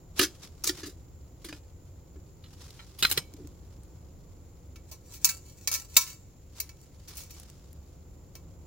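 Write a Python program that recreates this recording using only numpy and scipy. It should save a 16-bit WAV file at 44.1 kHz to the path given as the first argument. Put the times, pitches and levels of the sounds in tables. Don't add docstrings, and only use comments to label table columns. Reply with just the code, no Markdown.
import sys
import numpy as np
from scipy import signal
from scipy.fft import rfft, irfft
from scipy.io import wavfile

SR = 44100
rng = np.random.default_rng(int(sys.argv[2]) if len(sys.argv) > 2 else 0)


def to_wav(s):
    ch = np.atleast_2d(s).T
    pcm = np.round(np.clip(ch, -1, 1) * 32767)
    wavfile.write(sys.argv[1], SR, pcm.astype(np.int16))


N = 381906
RING_TIME = np.arange(SR // 3) / SR
CRACK_T60_S = .008


def undb(db):
    return 10 ** (np.asarray(db) / 20)


def unit(x):
    return x / np.sqrt(np.mean(np.sum(x ** 2, axis=-1)) + 1e-20)


def fade(t60):
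    return np.exp(-np.log(1000) * RING_TIME / t60)


def colour(x, points):
    hz, db = np.transpose(points)
    size = 4096
    bin_hz = np.arange(size // 2 + 1) * SR / size
    log_gain = np.log(undb(np.interp(np.log(bin_hz + 1), np.log(hz), db)))
    cepstrum = irfft(log_gain)[:size // 2]
    cepstrum[1:] *= 2
    impulse = irfft(np.exp(rfft(cepstrum, size)))
    return signal.fftconvolve(x, impulse[None], axes=-1)[:, :x.shape[-1]]


def stereo_noise(count, split_hz):
    mid, side = rfft(rng.standard_normal((2, count)))
    hz = np.fft.rfftfreq(count, 1 / SR)
    width = np.clip(hz / split_hz, .2, 1)
    spectra = np.array([mid + width * side, mid - width * side])
    return irfft(spectra / np.sqrt(1 + width ** 2), count)


def add(out, s, sound):
    start = int(s * SR)
    out[:, start:start + sound.shape[1]] += sound[:, :N - start]


def random_slips(count, slips_per_s):
    return (rng.random(count) < slips_per_s / SR) * rng.standard_normal(count)


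def slipping(slips_per_s, rough_db):
    slips = random_slips(N, slips_per_s)
    spurt_db = rough_db * np.repeat(rng.uniform(-1, 1, N // 400 + 1), 400)[:N]
    return slips * undb(spurt_db)


def strokes(table):
    t = np.arange(N) / SR
    power = np.zeros(N)
    for s, db, rise_s, fall_s in table:
        away = np.maximum((s - t) / rise_s, (t - s) / fall_s)
        power += undb(db - 20 * np.minimum(away, 10)) ** 2
    return np.sqrt(power)


def contact(chatter_s, slips_per_s):
    slips = random_slips(len(RING_TIME), slips_per_s)
    force = 1.8 * unit(slips * np.exp(-2 * RING_TIME / chatter_s))
    force[0] += 1 / (1 + chatter_s / 0.022)
    return force


def ring(force, modes, split_hz):
    mode_bend = .003
    out = 0
    for (hz, db, t60), (phase, skew, share, bend) in zip(modes, rng.uniform(-1, 1, (len(modes), 4))):
        bent_hz = hz * (1 + mode_bend * bend)
        pole = np.exp((2j * np.pi * bent_hz - np.log(1000) / t60) / SR)
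        swing = signal.lfilter([1], [1, -pole], force)
        ear_skew = np.array([[1], [-1]]) * skew * min(hz / split_hz, 1.3)
        turn = np.exp(1j * (np.pi * phase + ear_skew))
        out = out + undb(db + 3.6 * share) * unit((turn * swing).imag)
    return unit(out)


def shimmer(t60, thinning):
    count = len(RING_TIME)
    hz = np.fft.rfftfreq(count, 1 / SR)
    share = np.interp(hz, [2000, 9000], [.07, .14]) / thinning
    awake = (rng.random(len(share)) < share) / np.sqrt(share)
    return irfft(rfft(stereo_noise(count, 5600)) * awake, count) * fade(t60)


def blows(table, modes, wash, wash_t60, slips_per_s, split_hz, ring_db, shimmer_db, glance):
    out = np.zeros((2, N))
    for s, db, chatter_s, bass_db, treble_db in table:
        free_db = -max(treble_db, 0) * glance
        force = contact(chatter_s, slips_per_s)
        plate = unit(stereo_noise(len(force), split_hz) * (fade(wash_t60) + fade(CRACK_T60_S)))
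        plate = plate + undb(shimmer_db + free_db) * unit(shimmer(t60=.22, thinning=2.5))
        struck = signal.fftconvolve(plate, force[None], axes=-1)[:, :len(force)]
        clash = unit(colour(struck, wash))
        sound = clash + undb(free_db + ring_db) * ring(force, modes, split_hz)
        sound = colour(sound, [(450, bass_db), (1300, 0.0022), (3000, treble_db / 4), (9000, treble_db)])
        attack = np.sqrt(np.mean(sound[:, :SR // 50] ** 2, axis=1, keepdims=True))
        add(out, s, sound / attack * undb(db))
    return out


# (time [s], level [dB])
RUMBLE_LEVEL = [(0.0, -48.5), (2.99, -49), (3.01, -46.5), (6.39, -51), (8.66, -47.5)]
# (frequency [Hz], gain [dB])
RUMBLE_COLOUR = [(12, -52.5), (20, -15.5), (80, -1), (113, -10), (178, -13), (198, -20.5), (354, -19.5),
                 (431, -24), (536, -23), (597, -29), (955, -32.5), (1500, -40.5), (1950, -70.5),
                 (3300, -120)]
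# (frequency [Hz], gain [dB])
HISS_COLOUR = [(1000, -16.5), (2000, -2.5), (3500, -9), (5500, -6.5), (6500, 0), (7300, 10.5),
               (8300, -60.5), (10300, -4), (12000, -10.5), (15500, -2)]


def background():
    rumble_trim_db, hiss_db = -0.5, -65.5
    rumble_db = rumble_trim_db + np.interp(np.arange(N) / SR, *np.transpose(RUMBLE_LEVEL))
    rumble = unit(colour(stereo_noise(N, 1000), RUMBLE_COLOUR + [(3500, -99.0)])) * undb(rumble_db)
    hiss = unit(colour(stereo_noise(N, 5000), HISS_COLOUR)) * undb(hiss_db)
    return (rumble + hiss) * np.sqrt(N)


def trees(x, echo_db, t60):
    tail = stereo_noise(len(RING_TIME), 3000) * fade(t60) * np.minimum(RING_TIME / 0.014, 1)
    tail = colour(tail, [(5500, -3.5), (7200, 7.0), (8500, -5.5), (15200, -12.0)])
    return undb(echo_db) * signal.fftconvolve(x, unit(tail), axes=-1)[:, :N]


# (time [s], level [dB], centre frequency [Hz])
EMBER_SNAPS = [(2.706, -54, 4970), (3.338, -54, 7250), (3.473, -56.5, 7070), (3.834, -63.5, 9800),
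               (6.815, -63, 9200), (7.3987, -50.5, 10400), (7.433, -57.5, 10000), (7.5, -55.5, 7800),
               (7.73, -58.5, 12500)]


def embers():
    out = np.zeros((2, N))
    for s, db, hz in EMBER_SNAPS:
        snap = stereo_noise(len(RING_TIME), 7000) * (fade(.012) + .1 * fade(.05))
        snap = colour(snap, [(hz / 4, -16), (hz / 1.8, -9), (hz, 0), (hz * 1.3, -10)])
        add(out, s, unit(snap) * np.sqrt(SR / 50) * undb(db))
    return out


# (peak time [s], level [dB], rise [s], fall [s])
GLOVE_STROKES = [(.186, -33.5, 0.02, 0.033), (.348, -57, 0.0099, 0.047), (.44, -45, 0.048, 0.047),
                 (.80, -48, 0.23, 0.087), (1.44, -58.5, 0.038, 0.13), (1.55, -54.5, 0.055, 0.056),
                 (2.535, -57, 0.071, 0.056), (2.615, -55, 0.072, 0.31), (2.71, -59.5, 0.2, 0.95),
                 (3.19, -40.5, 0.17, 0.036), (6.58, -52.5, 0.038, 0.11), (7.10, -51, 0.048, 0.14),
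                 (7.19, -54, 0.23, 0.15), (7.38, -59.5, 0.19, 0.36)]
# (frequency [Hz], gain [dB])
RUB_COLOUR = [(300, 1), (1200, 4), (1800, 0.5), (3100, 4), (5500, 7.5), (8500, 0), (15500, -7)]


def glove():
    rasp_s, sleeve_db = .002, -72.5
    slips = slipping(slips_per_s=2200, rough_db=3.5)
    power = signal.lfilter([1], [1, -np.exp(-1 / (rasp_s * SR))], slips ** 2)
    rasp = unit(colour(stereo_noise(N, 5000) * np.sqrt(power), RUB_COLOUR))
    return rasp * np.sqrt(N) * (strokes(GLOVE_STROKES) + undb(sleeve_db))


# (peak time [s], level [dB], rise [s], fall [s])
BAIL_TURNS = [(4.895, -50, 0.03, 0.097), (5.13, -47.5, 0.086, 0.13), (5.27, -29.5, 0.041, 0.1),
              (5.50, -51.5, .1, 0.24), (5.79, -38, 0.14, 0.072), (5.955, -39, .06, 0.15),
              (6.115, -43, 0.096, 0.056), (6.57, -56.5, 0.025, 0.11), (6.83, -56, .08, 0.053),
              (7.35, -50, 0.25, 0.15)]
# (frequency [Hz], gain [dB])
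GRIND_COLOUR = [(400, -21.5), (1050, -7.5), (2450, -6), (3300, -6.5), (5550, 0.5), (6200, -1.5),
                (7200, 8.5), (8400, -3.5), (13000, -6), (15200, 1)]
# (frequency [Hz], level [dB], 60 dB decay [s])
CUP_MODES = [(975, -12, .2), (1055, -7, .16), (1330, -6, .22), (1750, -9, .12), (2272, 1, .15),
             (2640, -4, .11), (3860, -8, .12), (4165, -5, .13), (4628, -2, .11), (5040, -7, .15),
             (5480, -4, .14), (5650, 0, .11), (5880, -1, .13), (6207, -3, .09), (6410, -2, .12),
             (8538, -8, .07), (9082, -3, .08), (14293, -2, .07), (14750, 1, .07), (15596, -1, .07)]


def bail_grinding(count=4):
    slips = slipping(slips_per_s=600, rough_db=6)
    dwell = int(.03 * SR)
    place = np.repeat(rng.integers(count, size=N // dwell + 1), dwell)[:N]
    touch = signal.unit_impulse(len(RING_TIME))
    low_modes = [mode for mode in CUP_MODES if mode[0] < 6000]
    out = 0
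    for k in range(count):
        grit = .7 * unit(stereo_noise(len(touch), 5000) * fade(CRACK_T60_S))
        wall = unit(shimmer(t60=.11, thinning=6)) + .5 * ring(touch, low_modes, 4000)
        local_slips = slips * (place == k)
        out = out + signal.oaconvolve(local_slips[None], grit + wall, axes=-1)[:, :N]
    return unit(colour(out, GRIND_COLOUR)) * np.sqrt(N) * strokes(BAIL_TURNS)


# (time [s], level [dB], chatter [s], bass [dB], treble [dB])
BAIL_CLINKS = [(4.7574, -53.5, .006, -17, -7.5), (4.9141, -43.5, 0.023, 33.5, 5),
               (5.1351, -45, 0.035, -45, 10), (5.2455, -15, 0.0077, 9.5, 14.5),
               (5.2897, -28, 0.016, -39, 6.5), (5.674, -24.5, 0.013, 3, 5.5),
               (5.7152, -27.5, 0.046, 10, 7.5), (5.7397, -27, 0.029, 13, 9.5),
               (5.9662, -11, 0.0074, 18.5, 10), (6.008, -31.5, 0.031, -15, 5),
               (6.066, -43.5, 0.059, 12, 1.5), (6.6007, -29, 0.005, 5, 15.5),
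               (6.6915, -49.5, 0.0044, -23.5, -4.5), (7.0801, -45.5, 0.016, -1, 10),
               (7.1516, -50, 0.0067, -4, 15), (7.1699, -39.5, 0.05, -6, 13), (7.206, -46, 0.025, -4, 10),
               (7.235, -51, 0.005, -6, 18), (7.3051, -49, 0.012, -4.5, 10), (8.3522, -47.5, 0.012, 21, 0.5)]
# (frequency [Hz], gain [dB])
CUP_WASH = [(300, -31.5), (600, -15), (830, -14), (1300, -6.5), (1950, -4), (2500, 3.5), (3200, -3.5),
            (4300, 3.5), (5700, 2.5), (7100, 3.5), (8100, -4.5), (11000, -4), (15000, -3)]


def bail_on_cup():
    return blows(BAIL_CLINKS, CUP_MODES, CUP_WASH, wash_t60=.055, slips_per_s=1300,
                 split_hz=4000, ring_db=-2.5, shimmer_db=-10, glance=.3)


# (time [s], level [dB], chatter [s], bass [dB], treble [dB])
STONE_KNOCKS = [(2.4385, -55.5, 0.039, -1, -10), (2.7922, -49, 0.031, -10.5, -24.5),
                (2.9852, -41, 0.16, 0, 13.5), (3.0253, -20.5, 0.017, -5, -1),
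                (3.0475, -27.5, 0.0031, -1, -22.5), (3.0506, -21, 0.0037, -14.5, -8.5),
                (3.062, -36.5, 0.05, -2, 3), (3.094, -33, 0.041, 2.5, 17.5),
                (3.113, -26.5, 0.0025, 4, 13.5), (3.119, -26.5, 0.015, 5, 12),
                (3.1745, -24.5, 0.0083, 3.5, -2.5)]
# (frequency [Hz], level [dB], 60 dB decay [s])
LID_MODES = [(140, -10, .1), (1366, -6, .04), (1911, -11, .07), (2270, -17, .33), (3079, -6, .04),
             (3480, -5, .04), (4070, 6, .05), (5114, -8, .11), (6140, -6, .055), (8565, -9, .08),
             (11480, -5, .046)]
# (frequency [Hz], gain [dB])
LID_WASH = [(100, -8.5), (350, 0.5), (620, -11.5), (1300, -1), (2000, 0), (3700, 4.5), (5200, -2),
            (8000, -9), (12000, -5), (15500, -8.5)]


def lid_on_stone():
    return blows(STONE_KNOCKS, LID_MODES, LID_WASH, wash_t60=.022, slips_per_s=2500,
                 split_hz=3500, ring_db=-2, shimmer_db=-20, glance=.9)


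# (time [s], level [dB], chatter [s], bass [dB], treble [dB])
LID_KNOCKS = [(.193, -19, 0.016, 5, 5.5), (.212, -23.5, 0.026, 0, 9.5), (.229, -25.5, 0.028, -6, 9),
              (.638, -29, 0.04, 1, 15.5), (.668, -24.5, 0.027, 5, 21.5), (.691, -27, 0.009, 1.5, 5),
              (.779, -48, 0.079, 11, 6), (.832, -39, 0.033, -0.5, 0), (.858, -41, 0.054, 11.5, 13),
              (1.4447, -41.5, 0.027, 9, 13.5), (1.4861, -42.5, 0.025, 4, 3.5),
              (1.5265, -42.5, 0.0026, -1, -8), (2.158, -51, 0.0095, 20, -33), (3.341, -49.5, 0.02, 20, -6),
              (3.385, -49, 0.069, 24, -33), (3.446, -47, 0.013, 23, -16)]
# (frequency [Hz], level [dB], 60 dB decay [s])
CLOSED_MODES = [(299, 11, .09), (362, 7, .15), (1421, -4, .09), (1739, 1, .12), (2234, -6, .13),
                (3343, -9, .14), (4021, -7, .14), (4600, -4, .1), (5010, 5, .11), (5720, -4, .08),
                (6352, -8, .15), (7100, -7, .1), (10300, -9, .12)]
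# (frequency [Hz], gain [dB])
CLOSED_WASH = [(100, -10.5), (200, -24), (310, 12), (450, -0.5), (600, -14.5), (800, -11), (1250, 4),
               (2200, 2), (4000, 3.5), (7000, -3), (8300, -9.5), (10400, -9), (12200, -13), (15000, -11.5)]


def lid_on_cup():
    return blows(LID_KNOCKS, CLOSED_MODES, CLOSED_WASH, wash_t60=.035, slips_per_s=2000,
                 split_hz=8000, ring_db=-1, shimmer_db=-13, glance=.5)


def scene():
    lid = lid_on_cup() + lid_on_stone()
    bail = bail_on_cup()
    echo = trees(bail + undb(-2) * lid, echo_db=-35.5, t60=0.88)
    return background() + echo + embers() + glove() + bail_grinding() + bail + lid


# (frequency [Hz], gain added left and taken from right [dB])
PORTS = [(2200, 0), (3900, -1.5), (5500, .1), (8000, .4), (11500, 1.5), (14500, 0)]


def record(dry):
    top_hz = 15950
    left = colour(dry[:1], PORTS)
    right = colour(dry[1:], [(hz, -db) for hz, db in PORTS])
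    low_pass = signal.ellip(10, .2, 70, top_hz, fs=SR, output="sos")
    return signal.sosfilt(low_pass, np.vstack([left, right]))


dry = scene()
out = record(dry)
to_wav(out)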